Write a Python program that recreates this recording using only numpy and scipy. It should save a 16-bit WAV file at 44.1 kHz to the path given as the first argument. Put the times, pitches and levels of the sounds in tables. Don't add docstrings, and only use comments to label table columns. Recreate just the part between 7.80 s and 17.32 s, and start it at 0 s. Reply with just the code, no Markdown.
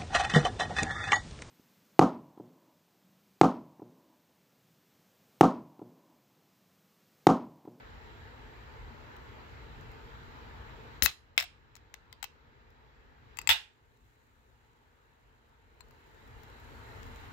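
import sys
import numpy as np
from scipy import signal
from scipy.io import wavfile
from scipy.ndimage import uniform_filter1d

SR = 44100
rng = np.random.default_rng(int(sys.argv[2]) if len(sys.argv) > 2 else 0)


def generate_wav(sig):
    pcm = np.round(np.clip(np.atleast_2d(sig).T, -1, 1) * 32767).astype(np.int16)
    wavfile.write(sys.argv[1], SR, pcm)


def natural_amplitude(level_db):
    exponent = np.asarray(level_db, float) / 20
    return 10 ** exponent


N = 419832

# start_s, peak_db, left_right_db, pitch_hz (best excited)
VENT_CLICKS = [
    (3.2231, -3.5, 20, 5200),
]
RESEAT_CLICKS = [
    (3.2603, -4.5, 19, 2620),
    (3.2604, -5, 17, 1960),
]
TAB_SNAPS = [
    (3.5652, -54, 2.5, 1990),
    (3.5782, -2.5, 11, 2080),
]
TAB_SLIPS = [
    (3.5827, -17.5, 17.5, 3950),
    (3.5918, -20.5, 12, 1980),
    (3.5969, -29, 7, 5210),
    (3.6005, -16.5, 12, 5330),
    (3.6082, -21, 10.5, 1940),
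    (3.6177, -36, -2, 2000),
    (3.6249, -23.5, 20, 1920),
    (3.6293, -27, 21, 750),
    (3.64, -32, 21, 740),
]
NAIL_CLICKS = [
    (3.9538, -36, 18, 6850),
    (3.9645, -38.5, 15, 6850),
    (3.9687, -43, 11, 2000),
    (4.141, -27, 15, 850),
    (4.3275, -30.5, 16.5, 2080),
]
SCRAPES = [
    (4.4277, -20, 20, 7750),
    (4.4412, -22, 14, 810),
]
PRESSES = [
    (5.5712, -31, 28, 7550),
    (5.5877, -19, 14, 900),
    (5.615, -31, 13, 7550),
    (5.6734, -10, 23, 7550),
]
TEAR_CLICKS = [
    (5.6909, -4, 12.5, 3090),
    (5.6944, -12.5, 9, 2560),
    (5.6987, -12, 3, 1280),
    (5.7012, -12.5, -2, 3440),
    (5.7052, -21.5, 6, 2240),
    (5.7098, -13, 0, 3750),
    (5.7152, -13.5, 13.5, 900),
    (5.7197, -18.5, 8, 3090),
    (5.7257, -20, 0.5, 2560),
    (5.733, -31, 1.5, 3440),
]
TOUCHES = [
    (8.0069, -34, 21, 4200),
]
# start_s, peak_db
SHELL_TICKS = [(1.366, -43), (2.0108, -48), (2.117, -47), (4.9044, -55), (6.1724, -55.5), (8.0855, -55),
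               (8.1093, -44), (8.271, -56), (8.346, -54), (8.477, -49), (8.6338, -42), (8.7004, -48),
               (8.8004, -48), (9.2309, -37), (9.3604, -41)]

# pitch_hz, level_db, t60_s
SEALED_MODES = [(710, -7.5, 0.041), (1246, -4, 0.022), (1610, 1.5, 0.022), (2080, 0, 0.017),
                (2770, -3, 0.0196), (3950, -2, 0.022), (5330, 0.5, 0.016), (6850, -7, 0.02),
                (7720, -5, 0.022)]
VENTED_MODES = [(1180, -22, .008), (1960, -9, 0.008), (3102, -6, 0.006), (2620, -19, .035),
                (4024, -0.5, 0.0071), (5233, -9, 0.007), (6480, -3, 0.006)]
LIFTED_MODES = [(810, -1.5, 0.024), (1280, 0, 0.013), (2240, -8, 0.019), (3200, -8, 0.025),
                (3950, -1, 0.019), (7750, -1, 0.018)]
STRAINED_MODES = [(900, -7.5, 0.026), (1460, -8, .012), (2071, 0.5, 0.013), (2602, 2, 0.018),
                  (3190, -21, 0.022), (4700, -13, 0.0499), (6250, -11, 0.021), (7550, 0.5, 0.019)]
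TORN_MODES = [(920, -9, .03), (1280, -10, .02), (1850, -10, .016), (2240, -8, .016), (2560, -4, .014),
              (2850, 0, .014), (3090, 0, .014), (3440, -1, .016), (3750, -3, .016), (5300, -6, .012),
              (6250, -10, .012), (7600, -10, .015)]
OPENED_MODES = [(964, 4.5, 0.038), (1560, -24, .02), (2600, 8.5, .007), (4200, 1.5, 0.05),
                (7450, 5.5, 0.029)]
# freq_hz, density_db
CRACK_SPECTRUM = [(300, -37.5), (700, -10.5), (2000, 1.5), (4000, -7), (7000, -5), (8900, -16), (11500, -9),
                  (15500, -6), (17000, -31)]

# time_s, level_db
SPURT_LEVEL = [
    (3.2225, -59),
    (3.2245, -21),
    (3.235, -15),
    (3.246, -20),
    (3.258, -15.5),
    (3.266, -37),
    (3.285, -49),
]
# freq_hz, density_db
JET_SPECTRUM = [(240, -58), (400, -28), (1580, -16.5), (2930, -12), (3160, -17), (3810, -10.5), (4440, -8),
                (5520, -8.5), (8240, -16.5), (10900, -5.5), (16000, -1.5)]
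# start_s, near_db, far_db, near_fade_db_per_s, far_fade_db_per_s
SCORE_TEAR = (5.69, -24, -24, 380, 600)
TAB_BUZZ = (3.58, -41, -52, 300, 300)
VENT_SHUDDER = (3.258, -34.5, -40, 430, 600)
# start_s, level_db, pitch_hz, decay_s
AIR_PUSHES = [
    (3.223, -22, 65.07, .02),
    (5.694, -33.5, 74, .02),
]
# freq_hz, density_db
FIZZ_SPECTRUM = [(1760, -61), (3200, -14), (4110, -5), (4940, -14.5), (7110, -3.5), (8600, -14),
                 (10500, -13), (15100, -8.5), (16000, -15), (16500, -34.5)]

# freq_hz, gain_db
SHADOW_GAIN = [(60, -10), (750, -6), (1500, -5.5), (3000, 1.5), (4500, 4.5), (5700, -2), (6800, -11),
               (9500, -16), (15000, -22)]
# delay_s, level_db
EARLY_ECHOES = [(.0005, -5.5), (.0022, -6.5), (.0031, 2), (.0045, -9.5), (.006, -10.5), (0.0101, -1.5),
                (.012, -8.5), (0.0176, -7.5), (.023, -10)]
# freq_hz, t60_s
ROOM_T60 = [(300, 0.067), (800, .24), (2000, .24), (3400, 0.22), (5500, 0.22), (9000, 0.26), (14600, 0.14)]
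# freq_hz, density_db
HUM_SPECTRUM = [(12, -35), (20, -8), (58, 0), (124, -4.5), (179, -19.5), (224, -13.5), (382, -14.5),
                (440, -14.5), (599, -18), (913, -16.5), (1690, -15.5), (7300, -43.5), (8410, -62.5),
                (11500, -50), (15200, -44.5), (16500, -60)]
# centre_hz, width_hz, gain_db
HUM_BANDS = [(50, 12, 6), (78, 25, 0.5), (119.4, 8.84, 10.5), (237, 6.7, 5.5), (450, 40, 6), (900, 78, 6),
             (1690, 59.7, -0.5), (3960, 100, 5), (7430, 400, 7)]
# freq_hz, left_right_db
HUM_BALANCE = [(60, 2), (110, 1), (200, 4.5), (380, -0.5), (700, -0.5), (1290, 3.5), (2200, 1.5),
               (2900, -7), (4400, -11.5), (8120, 11), (15000, 4.5)]
# freq_hz, coherence
HUM_COHERENCE = [(50, 1), (130, 0.35), (300, .7), (700, 0.28), (1500, .3), (3000, .1)]
# time_s, room_level_db
GAIN_DUCKS = [
    (3.33, -65),
    (5.83, -69),
]

HELD, FREE = 0.35, 1.0
STRIKE_DB = 12
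DULLING_DB_PER_DB = 0.24
RIP_RISE_S, RIP_HOLD_S, RIP_LENGTH_S = 0.004, 0.0097, 0.08
FIZZ_S, FIZZ_RISE_S, FIZZ_SETTLE_S = 5.8, 0.51, 1
FIZZ_DB, FROTH_DB = -17.5, 14.5
REST_DB, SETTLE_DB, SETTLE_S = -50.5, -2.5, 2.5
DUCK_DB_PER_S, CREEP_DB_PER_S, HOLD_S, RECOVER_S = 90.5, 1.54, 2.05, 1.1
AIM_DB = 6


def evened(x):
    return x / np.sqrt(np.mean(x ** 2) + 1e-20)


def peaked(x):
    return x / abs(x).max()


def read(points, hz):
    f, value = np.transpose(points)
    return np.interp(np.log(hz + 1), np.log(f + 1), value)


def add(mix, start_s, sound):
    part = mix[..., round(start_s * SR):][..., :sound.shape[-1]]
    part += sound[..., :part.shape[-1]]


def colour(x, points):
    level_db = np.maximum(read(points, abs(np.fft.fftfreq(4096, 1 / SR))), -100)
    log_gain = np.log(natural_amplitude(level_db))
    taps = np.fft.ifft(np.exp(np.conj(signal.hilbert(log_gain)))).real[:2048]
    return signal.oaconvolve(x, taps)[:len(x)]


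def band(x, lo_hz, hi_hz):
    return signal.sosfilt(signal.butter(2, [lo_hz, hi_hz], "band", fs=SR, output="sos"), x)


def clicks(rows, modes, crack_s, focus_db, damping, bright_db, ring_db):
    out, t = np.zeros((2, N)), np.arange(4096) / SR
    hz, db, t60_s = np.transpose(modes)[:, :, None]
    count = len(modes)
    weakest_db = min(row[1] for row in rows)
    grits = rng.standard_normal((len(rows), 2, 4096))
    for (start_s, peak_db, pan_db, spot_hz), grit in zip(rows, grits):
        force = grit * natural_amplitude(-60 * t / [[crack_s], [crack_s + 0.008]])
        force *= np.minimum(t / (0.022 * crack_s), 1)
        force += natural_amplitude(STRIKE_DB) * (t == 0)

        picked = np.exp(-(np.log(hz / spot_hz) / 0.1) ** 2)
        bent_hz = hz * (1 + 0.02 * (1 - picked) * grit[1, -count:, None])
        lasting_s = t60_s * (damping + (1 - damping) * picked)
        phase = grit[0, -count:, None]
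        ring = natural_amplitude(db + focus_db * picked - 60 * t / lasting_s) * np.sin(2 * np.pi * bent_hz * t + phase)
        onset = 1 - np.exp(-t / (0.053 * crack_s))
        ring = natural_amplitude(ring_db) * peaked(ring.sum(0) * onset)

        crack = peaked(band(colour(force[0], CRACK_SPECTRUM), 400, 8400))
        sheen_db = bright_db - DULLING_DB_PER_DB * (peak_db - weakest_db)
        sheen = natural_amplitude(sheen_db) * peaked(band(colour(force[1], CRACK_SPECTRUM), 11000, 18080))
        near = peaked(crack + ring) + sheen
        far = peaked(crack + natural_amplitude(-8.5) * ring) + natural_amplitude(-6.5) * sheen
        add(out, start_s, natural_amplitude(peak_db) * np.array([near, natural_amplitude(-pan_db) * far]))
    return out


def spurt():
    time_s, level_db = np.transpose(SPURT_LEVEL)
    t, out = np.arange(time_s[0], time_s[-1], 1 / SR), np.zeros((2, N))
    hiss, wobble = rng.standard_normal((2, len(t)))
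    flutter = natural_amplitude(evened(uniform_filter1d(wobble, 40)))
    jet = natural_amplitude(np.interp(t, time_s, level_db)) * flutter * evened(colour(hiss, JET_SPECTRUM))
    add(out, t[0], jet * natural_amplitude([[0], [-17]]))
    return out


def rip(modes, start_s, near_db, far_db, near_fade_db_per_s, far_fade_db_per_s):
    u, out = np.arange(0, RIP_LENGTH_S, 1 / SR), np.zeros((2, N))
    slips_per_s = 2500
    slips = rng.standard_normal((2, len(u))) * (rng.random((2, len(u))) < slips_per_s / SR)
    lid = sum(natural_amplitude(db - 60 * u / (t60_s / 2)) * np.sin(2 * np.pi * hz * u) for hz, db, t60_s in modes)
    rings = []
    for slip in slips:
        ring = evened(np.convolve(slip, lid)[:len(u)])
        rings.append(ring + natural_amplitude(-11.5) * evened(colour(slip, CRACK_SPECTRUM)))
    fading_s = np.maximum(u - RIP_RISE_S - RIP_HOLD_S, 0)
    force_db = [[near_db], [far_db]] - np.outer([near_fade_db_per_s, far_fade_db_per_s], fading_s)
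    add(out, start_s, natural_amplitude(force_db) * np.minimum(u / RIP_RISE_S, 1) ** 2 * rings)
    return out


def lid_and_tab():
    ticks = [(start_s, peak_db, 10, 6800) for start_s, peak_db in SHELL_TICKS]
    can = clicks(VENT_CLICKS, VENTED_MODES, 0.0055, 5, FREE, bright_db=-13, ring_db=7)
    can += clicks(RESEAT_CLICKS, VENTED_MODES, 0.0055, 11, FREE, bright_db=-17.5, ring_db=0.5)
    can += clicks(TAB_SNAPS, SEALED_MODES, 0.006, 5, HELD, bright_db=-3, ring_db=-1.5)
    can += clicks(TAB_SLIPS, SEALED_MODES, 0.0089, 6, HELD, bright_db=-6, ring_db=-0.5)
    can += clicks(NAIL_CLICKS, SEALED_MODES, 0.0092, 7, HELD, bright_db=-10.5, ring_db=-5.5)
    can += clicks(SCRAPES, LIFTED_MODES, 0.018, 2.5, FREE, bright_db=-9, ring_db=-2.5)
    can += clicks(PRESSES, STRAINED_MODES, 0.0079, 3, FREE, bright_db=-7.5, ring_db=0.1)
    can += clicks(TEAR_CLICKS, TORN_MODES, 0.0069, 3.2, FREE, bright_db=-3.5, ring_db=1.5)
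    can += clicks(TOUCHES, OPENED_MODES, 0.0064, 2, FREE, bright_db=-15, ring_db=2.5)
    can += clicks(ticks, SEALED_MODES, 0.0047, 3.4, HELD, bright_db=-5, ring_db=-11)
    can += rip(VENTED_MODES, *VENT_SHUDDER)
    can += rip(SEALED_MODES, *TAB_BUZZ)
    can += rip(TORN_MODES, *SCORE_TEAR)
    return can


def pushes():
    out, t = np.zeros((2, N)), np.arange(SR // 5) / SR
    gusts = rng.standard_normal((len(AIR_PUSHES), len(t)))
    for (start_s, level_db, hz, decay_s), gust in zip(AIR_PUSHES, gusts):
        swing = np.sin(2 * np.pi * hz * t) + natural_amplitude(-11.5) * evened(band(gust, 119.7, 450))
        envelope = np.exp(-t / decay_s) * (1 - np.exp(-t / 0.00067))
        add(out, start_s, natural_amplitude(level_db) * natural_amplitude([[0], [-14]]) * swing * envelope)
    return out


def spray():
    u, out = np.arange(0, 0.2, 1 / SR), np.zeros((2, N))
    hiss = np.array([evened(band(v, 6800, 15000)) for v in rng.standard_normal((2, len(u)))])
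    level_db = np.array([[-37], [-43]]) - np.array([[300], [250]]) * u
    add(out, SCORE_TEAR[0], natural_amplitude(level_db) * np.minimum(u / RIP_RISE_S, 1) * hiss)
    return out


def fizz():
    u = np.maximum(np.arange(N) / SR - FIZZ_S, 0)
    pops_per_s = 6000
    size = natural_amplitude(1.64 * rng.exponential(1, N))
    pops = rng.standard_normal((2, N)) * size * (rng.random(N) < pops_per_s / SR)
    x = np.array([evened(colour(p, FIZZ_SPECTRUM)) for p in pops])
    level_db = FIZZ_DB + FROTH_DB * np.exp(-u / FIZZ_SETTLE_S) + [[0], [-21]]
    return x * natural_amplitude(level_db) * np.minimum(u / FIZZ_RISE_S, 1)


def room_tail():
    taps = np.zeros((2, SR // 2))
    slots = np.arange(200, SR // 2 - 20, 20)
    at = slots + rng.integers(0, 20, (2, len(slots)))
    np.put_along_axis(taps, at, rng.choice([-1., 1.], at.shape), 1)
    hz, t, z = signal.stft(taps, SR, nperseg=256)
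    fall = natural_amplitude(-60 * t / read(ROOM_T60, hz)[:, None])
    tail = signal.istft(z * (fall + natural_amplitude(-23) * np.sqrt(fall)), SR, nperseg=256)[1]
    return tail / np.linalg.norm(tail[0])


def ports(near, far):
    early = np.zeros(2048)
    for delay_s, level_db in EARLY_ECHOES:
        add(early, delay_s, natural_amplitude([level_db]))
    left, right = signal.oaconvolve(far[None], room_tail(), axes=1)[:, :N]
    echoes = band(signal.oaconvolve(far, early)[:N], 300, 5500)
    right = natural_amplitude(-1) * echoes + natural_amplitude(-2) * right
    return np.array([near + natural_amplitude(-7) * left, colour(right, SHADOW_GAIN)])


def hum():
    frames, hz = N // 512 + 5, np.fft.rfftfreq(2048, 1 / SR)
    a, b, c, d, patches = rng.standard_normal((frames, 1025, 5)).T
    patches = evened(uniform_filter1d(uniform_filter1d(patches, 15, 0), 8, 1))
    same = np.clip(read(HUM_COHERENCE, hz), -1, 1)[:, None]
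    left, other = a + 1j * b, c + 1j * d
    late = np.exp(-2j * np.pi * hz * 0.00035)[:, None]
    z = np.array([left, same * late * left + np.sqrt(1 - same ** 2) * other])
    level_db = read(HUM_SPECTRUM, hz)
    for centre_hz, width_hz, gain_db in HUM_BANDS:
        level_db = level_db + gain_db * np.exp(-((hz - centre_hz) / width_hz) ** 2)
    balance_db = np.outer([0.5, -0.5], read(HUM_BALANCE, hz))[:, :, None]
    z *= natural_amplitude(level_db[:, None] + 1.2 * patches + balance_db)
    x = signal.istft(z, nperseg=2048, noverlap=1536)[1][:, :N]
    return x / band(x, 150, 2500).std()


def gain():
    t = np.arange(N) / SR
    level_db = REST_DB + SETTLE_DB * np.exp(-t / SETTLE_S)
    aim_db = REST_DB + AIM_DB
    for s, low_db in GAIN_DUCKS:
        held_db = low_db + DUCK_DB_PER_S * np.maximum(s - t, 0) + CREEP_DB_PER_S * np.clip(t - s, 0, HOLD_S)
        remaining = np.exp(-np.maximum(t - s - HOLD_S, 0) / RECOVER_S)
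        level_db = np.minimum(level_db, aim_db + remaining * (held_db - aim_db))
    return natural_amplitude(level_db)


def scene():
    small_lid = signal.butter(4, 640, "high", fs=SR, output="sos")
    near, far = signal.sosfilt(small_lid, lid_and_tab() + spurt())
    can = ports(near, far) + pushes() + spray()
    quiet_edge = signal.ellip(10, 0.5, 45, 15830, fs=SR, output="sos")
    return can + signal.sosfilt(quiet_edge, gain() * (fizz() + hum()))


def top_cut(x):
    return signal.sosfilt(signal.butter(12, 16960, fs=SR, output="sos"), x)


def record(dry):
    low_cut = signal.butter(4, 38, "high", fs=SR, output="sos")
    high_cut = signal.cheby2(10, 45, 16750, fs=SR, output="sos")
    return top_cut(signal.sosfilt(np.vstack([low_cut, high_cut]), dry))


dry = scene()
out = record(dry)
generate_wav(out)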